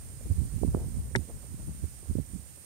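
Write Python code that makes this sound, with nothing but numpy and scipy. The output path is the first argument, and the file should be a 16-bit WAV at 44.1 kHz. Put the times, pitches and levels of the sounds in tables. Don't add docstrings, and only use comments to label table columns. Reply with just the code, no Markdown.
import sys
import numpy as np
from scipy import signal
from scipy.fft import rfft, irfft, next_fast_len
from scipy.io import wavfile
from scipy.ndimage import uniform_filter1d, map_coordinates

SR = 44100
rng = np.random.default_rng(int(sys.argv[2]) if len(sys.argv) > 2 else 0)


def store_pcm(level_fs):
    pcm = np.round(np.clip(level_fs, -1, 1) * 32767).astype(np.int16)
    wavfile.write(sys.argv[1], SR, np.atleast_2d(pcm).T)


N = 116865
T = np.arange(N) / SR

# frequency_hz, relative_db
HISS_LEFT_EQ = [(100, 0), (600, -2.5), (1100, -2.5), (1900, -1), (3300, -5), (4800, -12), (7000, -7),
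                (9000, -2), (10500, -12), (13000, -12), (15500, -9)]
HISS_RIGHT_EQ = [(100, -17), (1100, -19.5), (2000, -20.5), (3400, -23), (5000, -16.5), (6200, -14.5),
                 (8000, -8.5), (8950, 1.5), (9800, -9.5), (11200, -18), (13300, -12), (15500, -21.5)]
FLAME_EQ = [(60, -8.5), (200, 1), (520, -1.5), (800, -11), (1300, -22.5), (2500, -43), (5000, -36)]
RATTLE_EQ = [(1200, -1), (2100, 1), (2550, -10), (3000, -2), (3700, 1), (4650, -7), (5600, -4), (6400, -7),
             (8000, -3), (9500, -7), (11000, -22), (13000, -22), (16000, -42)]
RUMBLE_EQ = [(20, -42), (33, -29), (46, -2.5), (72, 1), (110, -6.5), (170, -17), (300, -31), (600, -48),
             (1200, -61), (3000, -82)]
CHURN_EQ = [(70, -18), (150, 7.5), (300, -6), (550, -25), (1000, -31), (2500, -60)]
# time_s, gain_db
HISS_DRIFT = [(0, 0.5), (.16, 0), (.29, 1.25), (.62, 0.7), (.76, 0), (.9, 0.9), (1.08, -1), (1.41, -0.1),
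              (1.65, -0.1), (1.85, 0.4), (2.1, .2), (2.23, -0.8), (2.37, 0.15), (2.65, 0.1)]
# time_s, level_db
FLAME_BED = [(0, -62.5), (.5, -65.5), (.9, -60.5), (1.35, -61), (1.6, -70.5), (2.1, -65), (2.65, -70.5)]
# centre_s, level_db, half_length_s
FLUTTERS = [(0.212, -54.5, 0.0046), (0.26, -53, 0.0043), (0.312, -50, 0.0058), (.746, -43, 0.0058),
            (0.764, -50, 0.012), (0.812, -49.5, 0.042), (0.96, -68, 0.024), (1.299, -50.5, 0.017),
            (1.435, -52, 0.0094), (1.608, -54, 0.019), (1.693, -63, 0.0074), (2.033, -57, 0.008),
            (2.464, -59, 0.0035), (2.578, -56, 0.0052)]
# pitch_hz, level_db, t60_s, right_offset_db
BODY_MODES = [(232.4, -26, 0.089, 0.5), (383, -21.5, 0.072, -1), (520, -27.5, 0.048, 0),
              (902, -23, 0.036, -2.5), (1062, -31.5, 0.027, -3), (2090, -20, 0.035, -1.5)]
# start_s, level_db, t60_s, pitch_hz
CONTACTS = [(1.1586, -25.5, 0.014, 5600), (1.1605, -26, 0.016, 3700)]
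# centre_s, level_db, half_width_s, signed_gain (+ pushes, - pulls)
EDDY_THUMPS = [(0.302, -23, 0.0011, -0.96), (0.313, -18.5, 0.002, 1), (0.419, -19.5, 0.0016, -0.84),
               (0.563, -12.5, 0.0029, -1.14), (0.6172, -17.5, 0.0011, -1.07), (0.6324, -10.5, 0.001, -1),
               (0.6349, -9.5, 0.00052, -0.89), (0.6496, -9, 0.001, -1.13), (0.7456, -15, 0.00094, -0.95),
               (0.748, -14, 0.00033, -0.98), (0.7491, -5.5, 0.00096, 0.83), (0.7707, -18, 0.00074, -1.2),
               (0.7774, -18.5, 0.00078, 0.97), (0.885, -22.5, 0.0012, -0.98), (0.974, -18.5, 0.0014, -0.85),
               (1.1694, -14, 0.0015, 0.91), (1.194, -18.5, 0.0012, -1.14), (1.545, -22, 0.0014, 1),
               (1.692, -33, 0.00064, -0.81), (1.842, -22, 0.00089, -0.91), (2.099, -20, 0.0015, -1.24),
               (2.111, -24, 0.001, 0.97), (2.1552, -10, .001, 0.98), (2.1856, -17, 0.00078, 1),
               (2.1883, -16.5, 0.00079, -1.15), (2.1995, -16.5, 0.0012, -1), (2.3368, -22, 0.0013, 0.93),
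               (2.361, -19, 0.0015, -1.05)]
# centre_s, level_db, pitch_hz, half_length_s
GUST_THROBS = [(0.314, -17.5, 75, 0.011), (0.408, -18, 69, 0.028), (0.686, -19, 82, 0.014),
               (1.851, -22.5, 74, 0.012), (2.104, -24, 75, 0.018)]
# time_s, left_db, right_db
BREEZE_BED = [(0, -43.5, -45), (.5, -50.5, -37), (.8, -38, -31.5), (1.3, -58, -44.5), (1.65, -37.5, -42.5),
              (2, -51.5, -46), (2.4, -53, -44), (2.65, -58, -59)]
# centre_s, left_db, right_db, half_length_s
GUST_SWELLS = [(0.259, -34, -42, 0.021), (0.314, -33.5, -24.5, 0.02), (0.349, -33, -53, 0.022),
               (0.404, -64, -23, 0.031), (0.458, -34, -31, .016), (0.545, -40, -29.5, 0.03),
               (0.648, -60, -23.5, 0.037), (0.697, -30.5, -31, 0.03), (0.748, -29.5, -36, 0.022),
               (0.813, -32.5, -47, 0.042), (0.892, -53, -30.5, 0.013), (0.964, -45, -28, 0.03),
               (1.001, -27.5, -59, 0.017), (1.055, -34.5, -45, 0.043), (1.18, -47, -25.5, 0.042),
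               (1.347, -36.5, -60, 0.031), (1.538, -61, -37.5, 0.029), (1.695, -32, -38, 0.019),
               (1.841, -56, -29.5, 0.016), (2.104, -59, -29.5, 0.021), (2.129, -28, -35, 0.0059),
               (2.167, -42, -24, 0.01), (2.203, -55, -27, 0.02), (2.352, -59, -31, 0.02),
               (2.393, -62, -36, 0.0095)]
PORT_DELAYS = np.array([[0], [0.00022]])


def amp(db):
    return 10 ** (np.asarray(db) / 20)


def unit(x):
    return x / np.sqrt(np.mean(x ** 2) + 1e-20)


def wobble(knots_per_s):
    return map_coordinates(rng.standard_normal(2000), [T * knots_per_s], mode="wrap")


def filtered(x, response):
    size = next_fast_len(N + SR // 2)
    return irfft(rfft(x, size) * response(np.fft.rfftfreq(size, 1 / SR)), size)[..., :N]


def noise(eq):
    points_hz, db = np.transpose(eq)
    white = rng.standard_normal(N)
    return unit(filtered(white, lambda hz: amp(np.interp(np.log(hz + 1), np.log(points_hz), db))))


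def stereo_noise(eq, shared):
    return np.sqrt(shared) * noise(eq) + np.sqrt(1 - shared) * np.array([noise(eq), noise(eq)])


def steadied(x, samples):
    power = uniform_filter1d(uniform_filter1d(x * x, samples), samples)
    return unit(x / np.sqrt(np.abs(power) + 1e-3))


def patchy(x, depth_db):
    spectrogram = signal.stft(x, nperseg=1024)[2]
    patches = uniform_filter1d(rng.standard_normal(spectrogram.shape), size=4, axis=-2)
    patches = uniform_filter1d(patches, size=6, axis=-1)
    return signal.istft(spectrogram * amp(depth_db * unit(patches)), nperseg=1024)[1][..., :N]


def struck(t, attack_s, t60_s):
    t = np.maximum(t, 0)
    return (1 - np.exp(-(t / attack_s) ** 2)) * np.exp(-np.log(1000) * t / t60_s)


def swell(centre_s, half_length_s):
    return np.exp(-((T - centre_s) / half_length_s) ** 2)


def pulse(centre_s, half_width_s, rebound_ratio=2.5):
    return swell(centre_s, half_width_s) - swell(centre_s, half_width_s * rebound_ratio) / rebound_ratio


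def hiss():
    bed = np.array([amp(-59) * noise(HISS_LEFT_EQ), amp(-48) * noise(HISS_RIGHT_EQ)])
    waver_db = np.interp(T, *np.transpose(HISS_DRIFT)) + 0.3 * wobble(knots_per_s=25)
    return patchy(bed, depth_db=1.2) * amp(waver_db)


def pops(per_s=11, base_db=-49, scatter_db=2, half_width_s=0.00064):
    out = np.zeros(N)
    for when, size, width in rng.random((int(per_s * N / SR), 3)):
        level_db = base_db - scatter_db * np.log(1.05 - size)
        out += amp(level_db) * pulse(when * N / SR, half_width_s * 2 ** (2 * width - 1))
    return out


def flame(flicker_db=2.5):
    bed_db = np.interp(T, *np.transpose(FLAME_BED)) + flicker_db * wobble(knots_per_s=70)
    flutters = sum(amp(db) * swell(s, half_length) for s, db, half_length in FLUTTERS)
    return (amp(bed_db) + flutters) * stereo_noise(FLAME_EQ, shared=0.79)


def rattle(attack_s=0.0004, ring_db=-7):
    out = np.zeros((2, N))
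    for start_s, db, t60_s, hz in CONTACTS:
        t = T - start_s
        snap = stereo_noise(RATTLE_EQ, shared=0.29) * struck(t, attack_s, t60_s)
        ring = struck(t, attack_s, t60_s=0.014) * np.sin(2 * np.pi * hz * (t - PORT_DELAYS))
        out += amp(db) * (snap + amp(ring_db) * ring)
    return out


def knock(start_s=1.1516, attack_s=0.0013, tock_hz=1820, tock_half_length_s=0.00085):
    t = T - start_s - PORT_DELAYS
    tock_envelope = swell(start_s + attack_s + PORT_DELAYS, tock_half_length_s)
    tock = amp([[-10], [-16.5]]) * tock_envelope * np.sin(2 * np.pi * tock_hz * t)
    body = sum(amp([[db], [db + right_db]]) * struck(t, attack_s, t60_s) * np.sin(2 * np.pi * hz * t)
               for hz, db, t60_s, right_db in BODY_MODES)
    return tock + body


def throbs():
    right = sum(amp(db) * swell(s, half_length) * np.cos(2 * np.pi * hz * (T - s))
                for s, db, hz, half_length in GUST_THROBS)
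    return np.array([np.zeros(N), right])


def eddies():
    right = sum(gain * amp(db) * pulse(s, half_width) for s, db, half_width, gain in EDDY_THUMPS)
    return np.array([np.zeros(N), right])


def port_turbulence(strength, churn_db=-49.5, mid_wind_db=-39.5, lump_db=6):
    churn = unit(noise(CHURN_EQ) * amp(lump_db * wobble(knots_per_s=60)))
    rumble = steadied(noise(RUMBLE_EQ), samples=1100)
    churn_gain = amp(churn_db) * (strength / amp(mid_wind_db)) ** 0.84
    return strength * rumble + churn_gain * churn


def wind():
    times, *sides = np.transpose(BREEZE_BED)
    breeze_power = amp([np.interp(T, times, side) for side in sides]) ** 2
    gust_power = sum((amp([[left_db], [right_db]]) * swell(s, half_length)) ** 2
                     for s, left_db, right_db, half_length in GUST_SWELLS)
    return np.array([port_turbulence(np.sqrt(power)) for power in breeze_power + gust_power])


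def scene(low_cut_hz=40):
    air = wind() + eddies() + throbs()
    buffeting = filtered(air, lambda hz: 1 / np.sqrt(1 + (low_cut_hz / (hz + 1)) ** 10))
    return buffeting + flame() + knock() + rattle() + hiss() + pops()


def record(dry, high_cut_hz=15780):
    return filtered(dry, lambda hz: hz < high_cut_hz)


dry = scene()
out = record(dry)
store_pcm(out)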